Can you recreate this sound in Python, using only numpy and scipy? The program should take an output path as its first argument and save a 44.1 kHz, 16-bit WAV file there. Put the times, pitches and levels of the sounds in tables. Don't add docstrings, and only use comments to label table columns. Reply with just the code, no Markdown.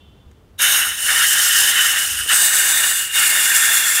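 import sys
import numpy as np
from scipy import signal
from scipy.fft import rfft, irfft
from scipy.io import wavfile
from scipy.ndimage import map_coordinates

SR = 44100
rng = np.random.default_rng(int(sys.argv[2]) if len(sys.argv) > 2 else 0)


def waveform_to_disk(signal):
    frames = np.transpose(np.atleast_2d(signal))
    scaled = np.clip(frames, -1, 1) * 32767
    samples = np.round(scaled).astype(np.int16)
    wavfile.write(sys.argv[1], SR, samples)


N = 176400
T = np.arange(N) / SR

# f/Hz, relative density/dB
ROOM_SPECTRUM = [(20, -23), (45, -2), (100, -5.5), (190, -3), (300, -7.5), (415, -7), (520, -12.5),
                 (1120, -17.5), (1960, -24.5), (3090, -28.5), (4870, -32), (15000, -39)]
# t/s, level/dB
RUMBLE_LEVEL = [(0, -50.5), (.5, -50), (.85, -51.5), (1.35, -56), (1.62, -55.5), (2.0, -52.5),
                (2.22, -43.5), (2.36, -59), (3.2, -55), (4, -64)]
# t/s, onset level/dB, f/Hz, t60/s
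KNOCKS = [(0.264, -37, 76, 0.29), (.815, -42, 62, .12), (1.615, -37, 99, .1), (2.262, -26, 450.6, 0.0086)]
# f/Hz, relative density/dB
TICK_SPECTRUM = [(500, -10), (1100, 0), (1800, 0), (2700, -12), (5000, -20), (6800, -7), (9000, -16),
                 (10500, -30), (16000, -40)]
# f/Hz, width/Hz, relative level/dB
LEAK_MODES = [(2750, 90, -8), (3070, 43, -2), (3480, 110, -1.5), (3150, 1100, -4)]
# t/s, level/dB
LEAK_LEVEL = [(0, -53), (.07, -59), (.16, -62), (.27, -65), (.31, -69), (.45, -72), (.6, -82)]
GRIP_CHANGES_S = [.98, 2.34, 3.1, 3.42]
# t/s, shift/oct
SWELL = [(.6, 0.0049), (1.9, -0.012), (2.7, -0.086), (3.3, -.105), (4.0, -0.14)]
# slack f/Hz, width/Hz, share of the swell shift, relative level/dB in each of five grips
NECK_MODES = [(1395, 322, .1, -3, -4, -7.5, -8.5, -6.5), (1632, 228, .3, -1.5, -1, -1.5, -2, -3),
              (1803, 162, .15, -4.5, -1.5, -0.5, -2, -2), (2000, 250, .1, -6.5, -6, -14.5, -15, -22),
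              (2253, 200, .6, -10, -12, -8.5, -4, -7), (2480, 440, .4, -27, -15, -9, -12, -10.5)]
# t/s, lower f/Hz, upper f/Hz
WHISTLE_PITCH = [(.6, 2903, 3736), (1.0, 2880, 3736), (1.3, 2944, 3665), (2.25, 2900, 3710),
                 (2.802, 2860, 3649), (3.2, 2818, 3588), (3.599, 2807, 3530), (4, 2733, 3474)]
# slack width/Hz, taut width/Hz, skirt width/Hz, skirt level re core/dB
WHISTLE_SHAPE = [(227, 135, 560, -3), (360, 190, 810, -5)]
# f/Hz, relative density/dB
HISS_SPECTRA = [
    [(4700, -12), (5500, 0.5), (5900, -4), (6600, 3), (7400, -7.5), (8400, -6), (10200, 0.5), (11200, -3.5),
     (13200, -1), (14800, -8.5)],
    [(4800, -5.5), (5700, -0.5), (6700, 2), (7300, -1), (8000, 2.5), (9400, 1.5), (11000, -2), (12700, 0),
     (15500, -8)],
    [(4500, -6), (5500, -7), (6800, -0.5), (7200, 0.5), (9300, 3), (10400, -3.5), (12800, -4.5),
     (15500, -8)],
    [(4200, -7), (6000, -5.5), (6450, -4), (6750, 0), (9600, 1), (10800, -2.5), (12000, -6.5), (12600, -3),
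     (13500, -6), (14200, -3), (15500, -10)],
]
# t/s, f/Hz, level re broadband hiss/dB
HISS_PEAK = [(.6, 8520, -9), (.85, 8550, -5.5), (1.05, 9320, -4), (1.35, 9380, -10), (1.6, 9260, -17),
             (2.25, 9160, -3), (2.4, 8340, -6.5), (2.65, 7990, -11.5), (3.1, 7790, -15.5),
             (4.0, 7450, -9.5)]
# t/s, level/dB
HISS_LEVEL = [(.578, -66), (.592, -27), (.62, -14), (.66, -19.5), (.725, -16.5), (.82, -21), (.88, -25.5),
              (.96, -28), (1.04, -21.5), (1.12, -19.5), (1.24, -16.5), (1.38, -18.5), (1.45, -14),
              (1.53, -17), (1.64, -15.5), (1.74, -19), (1.82, -18.5), (1.92, -20.5), (1.98, -20.5),
              (2.1, -24.5), (2.2, -25), (2.255, -28.5), (2.31, -17.5), (2.41, -14), (2.52, -16.5),
              (2.68, -15.5), (2.86, -17.5), (2.93, -20), (2.98, -19), (3.05, -25), (3.1, -32.5),
              (3.135, -22.5), (3.175, -14), (3.3, -16.5), (3.58, -17), (3.66, -15), (3.71, -20.5),
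              (3.79, -16), (3.88, -17.5), (4, -17.5)]
# t/s, neck/dB, lower whistle/dB, upper whistle/dB, low rush before trim/dB
JET_LEVELS = [(0.57, -90, -76, -74, -88), (0.59, -41, -37, -33, -55), (0.6, -24, -25, -25, -39),
              (0.63, -18.5, -18, -26, -41.5), (0.72, -23, -20.5, -22, -37.5),
              (0.83, -21.5, -21.5, -33, -44), (0.87, -26, -27, -36, -43), (0.96, -33.5, -30.5, -39, -54),
              (1.06, -30.5, -26.5, -36, -48), (1.09, -17, -24, -29, -40), (1.15, -22, -25, -32, -42),
              (1.23, -18, -17, -25, -43), (1.29, -28, -22, -36, -44.5), (1.32, -22.5, -22.5, -29, -42),
              (1.58, -22, -19.5, -30.5, -46.5), (1.61, -24.5, -20.5, -28, -37.5),
              (1.75, -21.5, -21, -28, -43), (1.8, -18.5, -17.5, -30, -41.5), (1.93, -24, -24.5, -33, -44),
              (1.97, -21, -21, -29, -42), (2.11, -33, -28, -39.5, -50.5), (2.21, -29, -25.5, -40, -52),
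              (2.23, -35, -29, -46, -53), (2.27, -35, -29, -47, -47), (2.29, -32, -21, -30, -48),
              (2.31, -14.5, -18, -25, -38), (2.33, -23, -15.5, -28, -37.5), (2.35, -20, -26, -33, -42),
              (2.37, -21.5, -27, -29, -42), (2.42, -25, -26.5, -25, -36), (2.52, -23, -29, -29, -43.5),
              (2.58, -20, -25, -27, -39.5), (2.64, -23, -26, -33, -38), (2.74, -22.5, -28, -22.5, -41),
              (2.83, -21.5, -26.5, -27, -39), (2.84, -19.5, -26.5, -25, -38), (2.96, -29, -28, -34, -49.5),
              (2.98, -28.5, -24.5, -28.5, -47), (3.08, -32.5, -31.5, -45, -53.5),
              (3.12, -32, -34, -35.5, -58), (3.17, -20.5, -21.5, -26, -38), (3.25, -19, -18, -28, -42.5),
              (3.28, -21.5, -24.5, -28.5, -41.5), (3.72, -19, -28, -25, -41), (3.94, -21, -31, -28, -42.5),
              (4.0, -20.5, -24.5, -24, -42.5)]
# f/Hz, relative density/dB
RUSH_SPECTRUM = [(40, -33), (150, -7.5), (290, -7), (400, -9.5), (550, -3), (850, 3), (1150, 2.5),
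                 (1500, 1), (2500, -30)]

CAVITY_T60_S, CAVITY_ROUND_TRIP_S = .063, .001
WAVER_PER_S = 3


def from_db(db):
    return 10 ** (np.asarray(db) / 20)


def unit_rms(x):
    return x / np.sqrt(np.mean(x ** 2) + 1e-20)


def curves(rows):
    times_s, *columns = np.transpose(rows)
    return [np.interp(T, times_s, column) for column in columns]


def fade_in(centre_s, over_s):
    return .5 + .5 * np.tanh((T - centre_s) / over_s)


def drift(rate_per_s):
    hop, settle = 40, 2000
    pole = np.exp(-2 * np.pi * rate_per_s * hop / SR)
    noise = rng.standard_normal(N // hop + settle + 2)
    slow = signal.lfilter([1], [1, -2 * pole, pole * pole], noise)[settle:]
    return np.interp(np.arange(N) / hop, np.arange(len(slow)), unit_rms(slow))


def highpass(x, hz, order):
    return signal.sosfilt(signal.butter(order, hz, "high", fs=SR, output="sos"), x)


def coloured(x, spectrum):
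    hz, db = np.transpose(spectrum)
    bins_hz = np.maximum(np.arange(N // 2 + 1) * SR / N, 1)
    gain = from_db(np.interp(np.log(bins_hz), np.log(hz), db))
    return unit_rms(irfft(rfft(x) * gain, N))


def glide(x, shift_oct):
    return map_coordinates(x, [np.cumsum(2 ** shift_oct)], order=3, mode="wrap")


def resonance(x, hz, width_hz):
    radius = np.exp(-np.pi * width_hz / SR)
    section = [1, 0, -1, 1, -2 * radius * np.cos(2 * np.pi * hz / SR), radius * radius]
    return unit_rms(signal.sosfilt([section, section], x))


def gliding_resonance(x, hz, width_hz):
    return glide(resonance(x, hz.mean(), width_hz), np.log2(hz / hz.mean()))


def room(level_db=-53.5):
    return from_db(level_db) * coloured(rng.standard_normal(N), ROOM_SPECTRUM)


def rumble(lumps_db=1):
    level_db, = curves(RUMBLE_LEVEL)
    gain = from_db(level_db + lumps_db * drift(14))
    return gain * resonance(rng.standard_normal(N), hz=64.4, width_hz=55)


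def knocks():
    out = 0
    for start_s, db, hz, t60_s in KNOCKS:
        age_s = np.maximum(T - start_s, 0)
        envelope = from_db(db - 60 * np.minimum(age_s / t60_s, 5))
        out += envelope * np.sin(2 * np.pi * hz * age_s)
    return out


def tick(start_s=.314, onset_db=-48, t60_s=.025):
    age_s = T - start_s
    envelope = (age_s > 0) * from_db(onset_db - 60 * np.clip(age_s / t60_s, 0, 10))
    return envelope * coloured(rng.standard_normal(N), TICK_SPECTRUM)


def leak():
    level_db, = curves(LEAK_LEVEL)
    tones = sum(from_db(db) * resonance(rng.standard_normal(N), hz, width_hz)
                for hz, width_hz, db in LEAK_MODES)
    return from_db(level_db) * unit_rms(tones)


def grips():
    begun = [fade_in(start_s, over_s=.085) for start_s in GRIP_CHANGES_S]
    return np.maximum(-np.diff([np.ones(N), *begun, np.zeros(N)], axis=0), 0)


def cavity(echo_gain=1, taps=2048):
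    age_s = T[:taps]
    decay = from_db(-60 * age_s / CAVITY_T60_S) * (age_s > CAVITY_ROUND_TRIP_S)
    response = echo_gain * unit_rms(rng.standard_normal(taps) * decay) / np.sqrt(taps)
    response[0] += 1
    return signal.fftconvolve(rng.standard_normal(N + taps - 1), response, "valid")


def rush(flicker_db=1):
    return coloured(rng.standard_normal(N), RUSH_SPECTRUM) * from_db(flicker_db * drift(15))


def neck(swell_oct, grip_weights, flicker_db=1.9, waver_oct=.005):
    out = 0
    for hz, width_hz, share, *grip_db in NECK_MODES:
        level_db = np.array(grip_db) @ grip_weights + flicker_db * drift(30)
        ringing = resonance(cavity(echo_gain=.3), hz, width_hz)
        shift_oct = share * swell_oct + waver_oct * drift(WAVER_PER_S)
        out += from_db(level_db) * glide(ringing, shift_oct)
    return unit_rms(highpass(out, hz=970, order=4))


def whistles(levels_db, flicker_db=.37, waver_oct=.00502):
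    taut = fade_in(centre_s=2.37, over_s=.14)
    out = 0
    for level_db, pitch_hz, shape in zip(levels_db, curves(WHISTLE_PITCH), WHISTLE_SHAPE):
        slack_width_hz, taut_width_hz, skirt_width_hz, skirt_db = shape
        hz = pitch_hz * 2 ** (waver_oct * drift(WAVER_PER_S))
        bands = [(np.sqrt(1 - taut), slack_width_hz), (np.sqrt(taut), taut_width_hz),
                 (from_db(skirt_db), skirt_width_hz)]
        tone = sum(gain * gliding_resonance(cavity(), hz, width_hz) for gain, width_hz in bands)
        out += from_db(level_db + flicker_db * drift(24)) * unit_rms(tone)
    return out


def hiss(swell_oct, grip_weights, flicker_db=1.3, waver_oct=.004):
    shift_oct = swell_oct + waver_oct * drift(WAVER_PER_S)
    broadband = 0
    for weight, spectrum in zip(grip_weights, HISS_SPECTRA + HISS_SPECTRA[-1:]):
        turbulence = coloured(glide(cavity(), shift_oct), spectrum)
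        broadband += np.sqrt(weight) * unit_rms(highpass(turbulence, hz=3660, order=6))
    peak_hz, peak_db = curves(HISS_PEAK)
    peak = gliding_resonance(rng.standard_normal(N), peak_hz, width_hz=700)
    return unit_rms(broadband + from_db(peak_db) * peak) * from_db(flicker_db * drift(16.4))


def jet(rush_trim_db=3, hiss_trim_db=1, flutter_db=.5):
    neck_db, lower_db, upper_db, rush_db = curves(JET_LEVELS)
    hiss_db, = curves(HISS_LEVEL)
    swell_oct, = curves(SWELL)
    grip_weights = grips()
    out = from_db(rush_db + rush_trim_db) * rush()
    out += from_db(neck_db) * neck(swell_oct, grip_weights)
    out += whistles([lower_db, upper_db])
    out += from_db(hiss_db + hiss_trim_db) * hiss(swell_oct, grip_weights)
    valve_open = T > HISS_LEVEL[0][0]
    return out * from_db(flutter_db * drift(58)) * valve_open


def scene():
    return (room() + jet() + leak() + tick() + knocks() + rumble())[None]


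def record(dry):
    ceiling, cutoff_hz = .8, 15760
    rounded = dry / (1 + (dry / ceiling) ** 6) ** (1 / 6)
    lowpass = signal.firwin(801, cutoff_hz, window="blackman", fs=SR)
    return signal.fftconvolve(rounded, lowpass[None], "same")


dry = scene()
out = record(dry)
waveform_to_disk(out)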